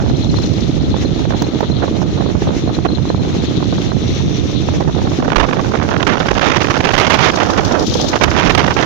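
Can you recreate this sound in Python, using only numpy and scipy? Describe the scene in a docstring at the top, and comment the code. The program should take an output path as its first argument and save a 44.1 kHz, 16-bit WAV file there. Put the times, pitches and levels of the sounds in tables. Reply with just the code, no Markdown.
"""A fish pond in gusty wind. Paddle-wheel aerators churn the water and throw spray; bubbles ring, foam fizzes.
Two slow single-cylinder diesels drive them: exhausts thud, valves clatter, gears grind, a dry bearing chirps.
A handheld microphone pans from the bank across the water towards a spraying wheel.
Gusts buffet its right port, tearing harder and harder, and a compressor ducks the pond under them."""
import sys
import numpy as np
from scipy import signal
from scipy.fft import rfft, irfft, next_fast_len
from scipy.io import wavfile
from scipy.ndimage import uniform_filter1d, map_coordinates

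SR = 44100
rng = np.random.default_rng(int(sys.argv[2]) if len(sys.argv) > 2 else 0)


def inscribe(sig):
    """Save sig as 16-bit PCM at rate SR to the path in sys.argv[1].

    A 1-D sig is mono; a 2-D sig holds one channel per row.
    Samples are clipped to [-1, 1] before scaling.
    """
    pcm = np.round(np.clip(np.atleast_2d(sig).T, -1, 1) * 32767)
    wavfile.write(sys.argv[1], SR, pcm.astype(np.int16))


N = 390285


def amp(db):
    """Decibels to gain."""
    return 10 ** (np.asarray(db) / 20)


def unit(x):
    """Scale to rms 1."""
    return x / np.sqrt(np.mean(x ** 2) + 1e-20)


def automation(rows):
    """Breakpoint lanes: one value per sample for each column after the time."""
    times, *columns = np.transpose(rows)
    return [np.interp(np.arange(N) / SR, times, column) for column in columns]


def bumps(rows):
    """A dB lane of smooth rises and dips from rows (centre [s], gain [dB], half length [s])."""
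    t = np.arange(0, N, 64) / SR
    lane_db = sum(db * np.exp(-((t - s) / half) ** 2) for s, db, half in rows)
    return np.interp(np.arange(N) / SR, t, lane_db)


def wobble(rate):
    """A smooth random modulator, rate knots a second."""
    place = np.arange(N) * rate / SR
    coarse = np.arange(0, place[-1] + 1, 1 / 10)
    knots = rng.standard_normal(int(place[-1]) + 4)
    return np.interp(place, coarse, map_coordinates(knots, [coarse]))


def filtered(x, response):
    """Filter x by a gain that is a function of frequency."""
    size = next_fast_len(N + SR // 4)
    return irfft(rfft(x, size) * response(np.fft.rfftfreq(size, 1 / SR)), size)[..., :N]


def eq(x, curve):
    """Filter x by points (frequency [Hz], gain [dB]) joined on a log axis."""
    points_hz, db = np.transpose(curve)
    return filtered(x, lambda hz: amp(np.interp(np.log(hz + 1), np.log(points_hz + 1), db)))


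def coloured(x, spectrum):
    """x shaped by a spectrum, at rms 1."""
    return unit(eq(x, spectrum))


def stereo_noise(shared):
    """White noise whose two sides share a fraction of their power."""
    return np.sqrt(shared) * rng.standard_normal(N) + np.sqrt(1 - shared) * rng.standard_normal((2, N))


def pan(right_db):
    """Channel gains: left at unity, right trimmed."""
    return amp([[0], [right_db]])


def add(track, s, sound):
    """Mix a sound into a track at time s."""
    part = track[max(0, round(s * SR)):][:len(sound)]
    part += sound[:len(part)]


# Gritty midrange of the gears: (frequency [Hz], relative level [dB])
GEAR_SPECTRUM = [(300, -15.5), (700, -3), (950, -11), (1250, -3.5), (1600, -16), (2100, -17.5), (4000, -33)]
def gearbox(db=-34):
    """The reduction gears grind in a rough band, hard left."""
    grind = stereo_noise(shared=0.081) * amp(0.59 * wobble(53))
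    return amp(db) * coloured(grind, GEAR_SPECTRUM) * pan(right_db=-38.0)


# Peaky sizzle of bursting foam: (frequency [Hz], relative level [dB])
FIZZ_SPECTRUM = [(1200, -17), (2500, -1), (3100, -5), (3600, 5), (4100, -8.5), (4900, -23), (5600, 0),
                 (6300, -3), (7000, -25), (15000, -26)]
def foam(db=-30.0, facing_s=4.43, half_s=0.46):
    """Foam fizzes over the air diffuser, swelling as the microphone sweeps past it."""
    facing = np.exp(-((np.arange(N) / SR - facing_s) / half_s) ** 2)
    grains = stereo_noise(shared=0.15) * amp(2.7 * wobble(600) + 2.3 * wobble(14))
    return amp(db) * facing * coloured(grains, FIZZ_SPECTRUM) * pan(right_db=-4.5)


def bubbles(pitch_hz=3000, spread=0.37, life_cycles=9, count=6000, samples=192):
    """Bubbles burst out of the aerated water; each rings for a few cycles, rising in pitch."""
    chance = rng.standard_normal((count, 2))
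    starts = rng.integers(0, N - samples, count)
    hz = np.minimum(pitch_hz * np.exp(spread * chance[:, :1]), SR / 4)
    cycles = hz * np.arange(samples) / SR
    envelopes = amp(7.3 * chance[:, 1:]) * np.exp(-3 * cycles / life_cycles)
    rings = envelopes * np.sin(2 * np.pi * cycles * (1 + 0.12 * cycles / life_cycles))
    positions = starts[:, None] + np.arange(samples)
    return unit(np.bincount(positions.ravel(), rings.ravel(), N))


# Body of the churn and hiss of the spray, each: (frequency [Hz], relative level [dB])
CHURN_SPECTRUM = [(40, -24), (150, -11), (330, 14.5), (550, 8), (900, 0), (1300, -6.5), (2000, 0),
                  (3000, -1), (4500, -7), (6000, -2), (9000, -7.5), (15000, -16.5)]
SPRAY_SPECTRUM = [(500, -58.5), (2000, -12), (2800, -2.5), (3500, 8), (4100, 6), (4700, -4), (6000, -64),
                  (15000, -50)]
# Brief swells of the spray's hiss, mostly in lulls of the wind: (centre [s], boost [dB], half length [s])
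SPRAY_SWELLS = [(1.77, 4, .04), (2.63, 4, .03), (2.95, 5, 0.028), (3.57, 10, 0.021), (4.21, 5, 0.039),
                (4.39, 6.5, .04), (4.57, 8, 0.045)]
# Fader rides as the microphone turns: (time [s], spray [dB], engine clatter [dB], bubbles [dB])
AIM_FADERS = [(0, -29.5, -34, -55), (.5, -25.5, -27, -40), (1.2, -26.5, -46, -46), (2.3, -30, -50, -43),
              (3.3, -30.5, -42, -58), (3.6, -27, -35.5, -36), (4.4, -30, -33.5, -45), (5, -28, -33.5, -44),
              (5.8, -33, -31, -54), (6.5, -32, -22.5, -41), (7.3, -49, -18.5, -27), (8, -20.5, -19, -57),
              (8.4, -31, -19, -24), (8.85, -31, -21.5, -30)]
def water():
    """Paddles churn the pond and throw spray that falls back as countless drops; air boils up nearby."""
    spray_db, _, bubble_db = automation(AIM_FADERS)
    slosh = stereo_noise(shared=0.045) * amp(3.06 * wobble(40))
    churn = coloured(slosh, CHURN_SPECTRUM)
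    drops = stereo_noise(shared=0.11) * amp(2.6 * wobble(700) + 2.6 * wobble(35))
    spray = coloured(drops, SPRAY_SPECTRUM) * pan(right_db=-31.0)
    boil = np.array([bubbles(), bubbles()]) * amp(1.2 * wobble(7.7)) * pan(right_db=1.5)
    return amp(-28.5) * churn + amp(spray_db + bumps(SPRAY_SWELLS) - 2.0) * spray + amp(bubble_db) * boil


SECOND_ENGINE_HZ = 14.66  # firing rate
# Squeaks of the second engine's bearing: (time [s], level [dB])
CHIRPS = [(0.027, -30.5), (0.096, -22), (0.163, -24), (0.231, -24), (0.266, -25), (0.3, -19),
          (0.371, -14.5), (0.44, -20), (0.575, -25), (0.921, -22), (1.059, -20), (1.399, -19), (1.446, -19),
          (1.72, -15), (2.683, -26), (2.751, -22), (2.888, -18), (2.922, -29), (2.956, -16.5), (3.093, -25),
          (3.161, -34), (3.642, -31), (3.71, -37), (3.911, -23), (3.983, -25)]
def bearing(pitch_hz=4100, wander_hz=30.25, half_s=0.0054, rub_db=-34, roughness=0.71):
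    """A dry bearing chirps roughly, over a faint rubbing twice each turn that fades out midway."""
    envelope = np.zeros(N)
    t = np.arange(-SR // 40, SR // 40) / SR
    for s, db in CHIRPS:
        add(envelope, s + t[0], amp(db) * np.exp(-(t / half_s) ** 2))
    time = np.arange(N) / SR
    rubs = np.cos(2 * np.pi * SECOND_ENGINE_HZ * (time - CHIRPS[0][0])) ** 4
    fade_out = np.interp(time, [3.9, 5], [1, 0])
    envelope += amp(rub_db + 3.3 * wobble(24.8) + 3 * wobble(2.6)) * rubs * fade_out
    cycles = np.cumsum(pitch_hz + wander_hz * wobble(43)) / SR
    tone = np.sin(2 * np.pi * cycles + roughness * wobble(300))
    return envelope * tone * pan(right_db=-16.5)


# Exhaust pipe resonances: (frequency [Hz], relative level [dB], t60 [s])
PIPE_MODES = [(131, -7.5, 0.028), (256, -3, 0.013), (312, 2.5, 0.024), (380, 4, 0.014)]
def exhaust(cycles, attack_s=0.004, scatter_db=1.3):
    """One pressure pulse for each firing swells and rings in the exhaust pipe."""
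    firings = np.flatnonzero(np.diff(np.floor(cycles)))
    out, t = np.zeros(N), np.arange(SR // 16) / SR
    attack = 1 - np.exp(-(t / attack_s) ** 2)
    for start in firings:
        offsets_db = scatter_db * rng.standard_normal(len(PIPE_MODES))
        ring = sum(amp(db + offset_db - 60 * t / t60) * np.sin(2 * np.pi * hz * t)
                   for (hz, db, t60), offset_db in zip(PIPE_MODES, offsets_db))
        add(out, start / SR, ring * attack)
    return unit(out)


# Tempo of the main engine: (time [s], firing rate [Hz])
ENGINE_SPEED = [(0, 13.72), (1.1, 13.72), (1.5, 14.33), (2.1, 13.75), (4.3, 13.76), (5, 13.6), (6, 13.75),
                (8.85, 13.76)]
# Exhaust faders, one list for the main engine and one for the second: (time [s], level [dB])
EXHAUST_FADERS = [(0, -22), (2, -22), (4, -24), (5.5, -23), (7, -22), (8, -23), (8.85, -22)], [(0, -31),
                  (2, -31.5), (4, -28.5), (5.5, -47), (8.85, -27.5)]
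# Injector and valve gear knocks: (delay after firing [cycles], relative level [dB], decay [cycles])
VALVE_KNOCKS = [(0.78, -7.5, 0.1), (0.83, -1.5, 0.055), (0.37, -28, 0.04), (0.24, -5, 0.04),
                (0.99, -1.5, 0.0063)]
def engines():
    """Two diesels thud slightly out of step; the main one also clatters in time with its shaft."""
    cycles = np.cumsum(automation(ENGINE_SPEED)[0]) / SR - .5
    second_cycles = SECOND_ENGINE_HZ * np.arange(N) / SR
    main_db, second_db = (automation(fader)[0] for fader in EXHAUST_FADERS)
    thuds = amp(main_db) * exhaust(cycles) + amp(second_db) * exhaust(second_cycles)
    knocks = sum(amp(db) * np.exp(-((cycles - at) % 1) / decay) for at, db, decay in VALVE_KNOCKS)
    return thuds * pan(right_db=-2.5) + clatter(knocks) * pan(right_db=-13.0)


# Bright metallic edge of the valve gear: (frequency [Hz], relative level [dB])
CLATTER_SPECTRUM = [(500, -24), (2000, -21), (3200, -1), (4500, -0.5), (5600, 1.5), (6500, -1), (9000, -5),
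                    (15000, -12.5)]
def clatter(knocks, floor=0.26):
    """Each knock of metal on metal is a burst of bright noise over a constant rattle."""
    _, clatter_db, _ = automation(AIM_FADERS)
    rattle = stereo_noise(shared=0.093) * (floor + knocks) * amp(0.74 * wobble(29))
    return amp(clatter_db) * coloured(rattle, CLATTER_SPECTRUM)


# Small ticks on the microphone's housing: (time [s], relative level [dB])
HOUSING_TICKS = [(1.422, -16.5), (1.607, -25.5)]
def ticks(gain_db=11.5, t60=0.015):
    """Dry ticks beside the right port."""
    out, t = np.zeros(N), np.arange(SR // 50) / SR
    for s, db in HOUSING_TICKS:
        add(out, s, amp(db + gain_db - 60 * t / t60) * rng.standard_normal(len(t)))
    return out * amp([[-12], [0]])


# Low end of the wind: (frequency [Hz], relative level [dB])
RUMBLE_SPECTRUM = [(15, -24), (30, -22), (50, -7.5), (80, -1), (130, -0.5), (200, -4), (300, -8.5),
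                   (450, -19), (700, -30), (1500, -74.5), (4000, -110)]
def rumble(lumps_db):
    """Slow eddies push on one port."""
    return coloured(rng.standard_normal(N) * amp(lumps_db * wobble(35)), RUMBLE_SPECTRUM)


def slaps(kicks, hz):
    """Each kick throws the membrane out and back in one short, round swing."""
    phase = np.arange(SR // 50) / SR * 2 * np.pi * np.sqrt(3) * hz
    swing = phase ** 2 * (3 - phase) * np.exp(-phase)
    return signal.oaconvolve(kicks, swing / swing.max())[:N]


def flutter(pitch_hz=190, per_second=45, scatter_db=6):
    """Lesser eddies slap softly and unevenly, with gaps between them."""
    sizes = rng.choice([-1, 1], N) * amp(scatter_db * np.tanh(rng.standard_normal(N)))
    return slaps(sizes * (rng.random(N) < per_second / SR), pitch_hz)


# The wind's angle to the port makes the tearing bright and ragged or a dull, dense roar:
# (time [s], corner at full strength [Hz], raggedness [dB])
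TEAR_TONE = [(0, 1150, 3.5), (4.9, 1160, 6), (5.4, 1520, 6.5), (6.5, 2020, 7), (7.25, 2210, 6.5),
             (7.45, 1410, 5), (7.8, 1040, 1), (8.05, 920, -5), (8.15, 1910, 5), (8.44, 1920, 5),
             (8.85, 1850, 5.5)]
def tearing(strength, db_per_octave=15, steepness=2.69):
    """Air tears across the port: the stronger the eddy, the brighter."""
    corner_hz = automation(TEAR_TONE)[0] * 2 ** (20 * np.log10(strength) / db_per_octave)
    centres = np.geomspace(250, 16000, 7)
    weights = np.array([np.sqrt(hz) / (1 + (hz / corner_hz) ** steepness) for hz in centres])
    weights /= np.linalg.norm(weights[1:], axis=0)
    octave = lambda centre: lambda hz: np.sqrt(np.maximum(0, 1 - np.abs(np.log2((hz + 1) / centre))))
    bands = np.array([unit(filtered(rng.standard_normal(N), octave(hz))) for hz in centres])
    return strength * np.sum(weights * bands, axis=0)


def eddies(force_db, per_second=150, wake_s=0.0017):
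    """Strength of the small eddies, each with a sharp front and a short wake."""
    t = np.arange(SR // 16) / SR
    fronts = rng.standard_normal(N) * (rng.random(N) < per_second / SR)
    wakes = signal.oaconvolve(np.abs(fronts), np.exp(-t / wake_s))[:N]
    swirl = unit(unit(wakes - wakes.mean()) + 0.21 * wobble(37) + 1.14 * wobble(170))
    # light wind tears only now and then; strong wind tears to its limit, between short gaps
    limit = np.interp(force_db, [-24, -5], [2.8, 1.5])
    _, ragged_db = automation(TEAR_TONE)
    bursts = amp(ragged_db * limit * np.tanh(swirl / limit))
    running_rms = np.sqrt(np.abs(uniform_filter1d(bursts ** 2, SR // 8)))
    return amp(force_db) * bursts / running_rms


# The hardest eddies on the right port: (time [s], force [dB], length [s])
HARD_EDDIES = [(0.06, -13.5, 0.003), (0.098, -12, 0.005), (0.341, -12, 0.0037), (0.384, -14.5, 0.0042),
               (0.942, -11, 0.003), (0.964, -17, 0.0046), (1.033, -21, 0.003), (1.047, -18.5, 0.005),
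               (1.192, -19, 0.004), (1.251, -11, 0.0034), (1.305, -10.5, 0.0057), (1.321, -10, 0.003),
               (1.334, -13.5, 0.017), (1.419, -16, 0.01), (1.606, -9, 0.003), (1.629, -15, 0.014),
               (1.821, -12, 0.026), (1.878, -15.0, 0.007), (2.017, -9.5, 0.003), (2.026, -12, 0.005),
               (2.172, -17, 0.017), (2.206, -9.5, 0.003), (2.221, -12.0, 0.003), (2.26, -12.5, 0.003),
               (2.299, -12.5, 0.005), (2.35, -14.5, 0.01), (2.42, -10.5, 0.0038), (2.47, -15.5, 0.006),
               (2.49, -14, 0.00275), (2.504, -11.5, 0.0028), (2.675, -15.5, 0.0028), (2.691, -17.5, 0.013),
               (2.766, -13.5, 0.0024), (2.787, -15.0, 0.0027), (2.849, -7, 0.017), (2.888, -14, 0.003),
               (2.901, -19, 0.0045), (2.982, -15, 0.0044), (3.052, -14, 0.0025), (3.101, -10.5, 0.0025),
               (3.145, -12.5, 0.003), (3.249, -18, 0.003), (3.603, -18, 0.0045), (3.625, -14.5, 0.0054),
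               (3.725, -16.5, 0.0077), (3.782, -16.5, 0.0036), (3.917, -8.5, 0.0036), (3.965, -17, 0.0036),
               (4.203, -19.5, 0.0046), (4.686, -10, 0.0038), (4.805, -10, 0.0077), (4.825, -14, 0.003),
               (4.875, -12, 0.012), (4.895, -13, 0.0033), (4.947, -13, 0.004), (4.961, -18, 0.008),
               (4.982, -16, 0.018), (5.017, -18, 0.0033), (5.072, -13.5, 0.0057), (5.117, -19, 0.0045),
               (5.133, -24, 0.0049), (5.224, -7.5, 0.0037), (5.25, -12, 0.009), (5.279, -4.5, 0.003),
               (5.318, -1, 0.0058), (5.33, -3, 0.004), (5.358, 5.5, 0.011), (5.38, 1.5, 0.0077),
               (5.398, 2, 0.015), (5.428, -1, 0.0061), (5.433, -8, 0.02), (5.488, -9, 0.0056),
               (5.531, -3.5, 0.0035), (5.568, -13.0, 0.0066), (5.591, -9.5, 0.006), (5.736, -10, 0.0092),
               (5.754, -6, 0.004), (5.822, -12.5, 0.0065), (5.849, -13, 0.0055), (5.938, -7, 0.008),
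               (5.962, -8.5, 0.0043), (6.004, -6.5, 0.004), (6.028, 2, 0.0025), (6.067, 2, 0.013),
               (6.089, -3.5, 0.056), (6.154, -9, 0.0036), (6.169, -7, 0.007), (6.201, -5, 0.0062),
               (6.257, -8, 0.0068), (6.284, -4, 0.008), (6.313, -1.5, 0.004), (6.367, -5.5, 0.0043),
               (6.411, -3, 0.032), (6.458, -0.5, 0.025), (6.534, -5, 0.014), (6.559, 0, 0.014),
               (6.604, -2, 0.02), (6.683, -4.5, 0.004), (6.699, -3.5, 0.019), (6.74, -4.5, 0.0099),
               (6.766, -4, 0.0071), (6.803, -4, 0.0062), (6.84, -2, 0.018), (6.87, -2.5, 0.0094),
               (6.889, -0.5, 0.006), (6.91, -5.0, 0.005), (6.938, 1.5, 0.0093), (6.95, -1, 0.0046),
               (6.978, 3, 0.014), (6.998, 1, 0.02), (7.029, -4, 0.028), (7.066, -1, 0.014),
               (7.101, 0, 0.023), (7.129, 0.5, 0.029), (7.204, 2, 0.0082), (7.226, 0.5, 0.076),
               (7.371, -6, 0.02), (7.4, -1, 0.034), (7.577, -1.5, 0.02), (7.71, -2.5, 0.0047),
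               (7.741, -6.5, 0.033), (7.918, -19, 0.013), (7.951, -14.5, 0.012), (7.988, -16, 0.015),
               (8.016, -15, 0.003), (8.042, -15, 0.011), (8.131, -4.5, 0.014), (8.156, -5, 0.0097),
               (8.211, -1, 0.019), (8.235, 6.5, 0.0094), (8.277, -14, 0.005), (8.365, -1.5, 0.016),
               (8.385, -1.0, 0.027), (8.47, -3, 0.017), (8.495, 1.5, 0.017), (8.549, 6.5, 0.0036),
               (8.576, 0.5, 0.032), (8.64, -1, 0.0077), (8.677, -0.5, 0.0075), (8.764, -6, 0.034),
               (8.828, 2.5, 0.0076)]
def buffets(attack_s=0.00054, release_s=0.0034):
    """Pressure of single eddies: each arrives at once, sags and lets go."""
    out, t = np.zeros(N), np.arange(SR // 8) / SR
    attack = 1 - np.exp(-t / attack_s)
    for s, db, length in HARD_EDDIES:
        sag = amp(-3 * np.minimum(t / length, 1))
        release = np.exp(-np.maximum(0, t - length) / release_s)
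        add(out, s, amp(db) * attack * sag * release)
    return out


def pops(drive_db=6, ceiling=0.82, pitch_hz=300, lag_s=0.00148):
    """The front of every hard eddy slaps the port."""
    kicks = np.zeros(N)
    for s, force_db, _ in HARD_EDDIES:
        size = ceiling * np.tanh(amp(force_db + drive_db) / ceiling)
        kicks[min(N - 1, round((s + lag_s) * SR))] = rng.choice([-1, 1]) * size
    return slaps(kicks, pitch_hz)


# Muffled body of an eddy: (frequency [Hz], relative level [dB])
PUNCH_SPECTRUM = [(40, -11), (150, -1), (450, -3), (950, -6.5), (1600, -27), (4000, -68.5)]
def punch(hits, db=-8, choke=0.34):
    """The dull pop under each hard eddy; it stops growing once the port is choked."""
    return amp(db) * np.tanh(hits / choke) * coloured(rng.standard_normal(N), PUNCH_SPECTRUM)


# Sub-bass shoves on the right port: (time [s], level [dB], length [s], pitch [Hz])
SUB_THUMPS = [(5.364, 3, 0.055, 42.6), (5.402, 1.5, 0.07, 50), (6.303, -7, 0.13, 60),
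              (6.939, -5, 0.047, 42), (8.48, -3, 0.06, 45)]
def thumps():
    """The membrane is shoved aside and swings back unevenly, deep and short."""
    out, t = np.zeros(N), np.arange(SR // 4) / SR
    stagger = wobble(50)
    for s, db, length, hz in SUB_THUMPS:
        phase = 2 * np.pi * hz * t + stagger[int(s * SR):][:len(t)]
        add(out, s, amp(db) * np.exp(-(t / length) ** 2 * 2) * np.sin(phase - phase[0]))
    return out


# Rumble fader of the sheltered left port: (time [s], level [dB])
LEE_FADER = [(0.4, -13.5), (1.6, -19.5), (2.8, -18), (3.8, -18.5), (5.15, -15), (5.6, -21), (8.85, -15.5)]
# Exposed right port, light at first, then gusting with one lull: (time [s], rumble [dB], tearing [dB])
GUST_FADERS = [(0, -4.5, -14), (0.2, -7.5, -27.5), (0.7, -7.5, -28), (1.35, -10.5, -25.5), (2.3, -7.5, -24),
               (2.75, -12.5, -31), (3.3, -11.5, -26), (3.75, -13.5, -29), (4.4, -10.5, -34),
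               (4.8, -8.5, -21), (5.15, -12.5, -23), (5.4, -7.5, -6), (5.66, -11, -18),
               (5.85, -12.5, -13.5), (6.02, -10.5, -12.5), (6.14, -8, -10), (6.3, -16, -11),
               (6.5, -3.5, -1.5), (6.66, -10.5, -11), (6.82, -13, -8.5), (7.2, -6, -3), (7.33, -10, -9.5),
               (7.52, -10, -7), (7.76, -6.5, -6.5), (7.84, -7, -10), (7.87, -18.5, -28), (8.11, -18, -15),
               (8.22, -4, -6), (8.33, -8, -9), (8.44, -4.5, -1), (8.56, -4, -8.5), (8.73, -8.5, -6.5),
               (8.85, -12.5, -2.5)]
# Mostly dips, where the wind slackens between eddies: (centre [s], gain [dB], half length [s])
WIND_SLACKS = [(0.995, -5, .018), (1.27, -6, 0.014), (1.5, -13, 0.017), (1.67, -7, 0.012),
               (1.91, -12, 0.014), (2.13, -12, 0.02), (2.61, -11, 0.034), (2.74, -4, 0.022),
               (3.2, 1, 0.019), (3.47, -10, 0.018), (3.95, 1, 0.049), (4.48, -2.5, 0.018),
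               (4.93, -8, 0.013), (7.87, -5, 0.025), (8.19, -13.5, 0.011), (8.74, -12, 0.014)]
def wind(swell_rate=9.7, sputter_rate=190, sputter_db=1.5):
    """Each port has its own turbulence; only the exposed right one flutters, pops and tears."""
    rumble_db, tear_db = automation(GUST_FADERS)
    swell_db = wobble(swell_rate)  # rumble and tearing breathe together
    left = amp(automation(LEE_FADER)[0]) * rumble(lumps_db=3.5)
    hits = buffets() * amp(sputter_db * wobble(sputter_rate))
    # every hard eddy also nudges the membrane: a low push
    push = signal.sosfilt(signal.butter(2, [22, 75], "bandpass", fs=SR, output="sos"), hits)
    slack_db = bumps(WIND_SLACKS)
    turbulence = eddies(tear_db + 0.7 * swell_db) * amp(slack_db)
    tear = tearing(np.hypot(turbulence, amp(2.5) * hits))
    roll = amp(rumble_db + slack_db + swell_db) * (rumble(lumps_db=3.0) + amp(1.5) * flutter())
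    right = roll + amp(-0.5) * tear + punch(hits) + pops() + amp(-12) * push + thumps()
    return np.array([left, right])


def scene():
    """The pond, its machines and the wind on the microphone."""
    return water() + foam() + engines() + gearbox() + bearing() + wind() + ticks()


# Treble dulled above 7 kHz, with a thin band of hiss near 15 kHz: (frequency [Hz], gain [dB])
TREBLE_EQ = [(20, 0), (6300, 0), (7100, -7), (8000, -22), (11000, -21), (13800, -23.5), (14700, -11),
             (15400, -11)]
def record(dry, threshold_db=-19, slope=0.62, deepest_db=12.0, makeup_db=3.0, window_s=0.079, top_hz=15650):
    """One compressor ducks both channels; the treble is dulled; gust peaks saturate and clip."""
    power = np.abs(uniform_filter1d(dry ** 2, int(window_s * SR), axis=1)).max(axis=0)
    duck_db = np.clip(slope * (10 * np.log10(power + 1e-12) - threshold_db), 0, deepest_db)
    ducked = dry * amp(makeup_db - uniform_filter1d(duck_db, SR // 50))
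    saturated = ducked / (1 + (ducked / 1.25) ** 4) ** (1 / 4)
    # clipping the hardest gusts spits crackle into the top treble
    clipped = np.clip(eq(saturated, TREBLE_EQ), -.98, .98)
    return filtered(clipped, lambda hz: hz < top_hz)


dry = scene()
out = record(dry)
inscribe(out)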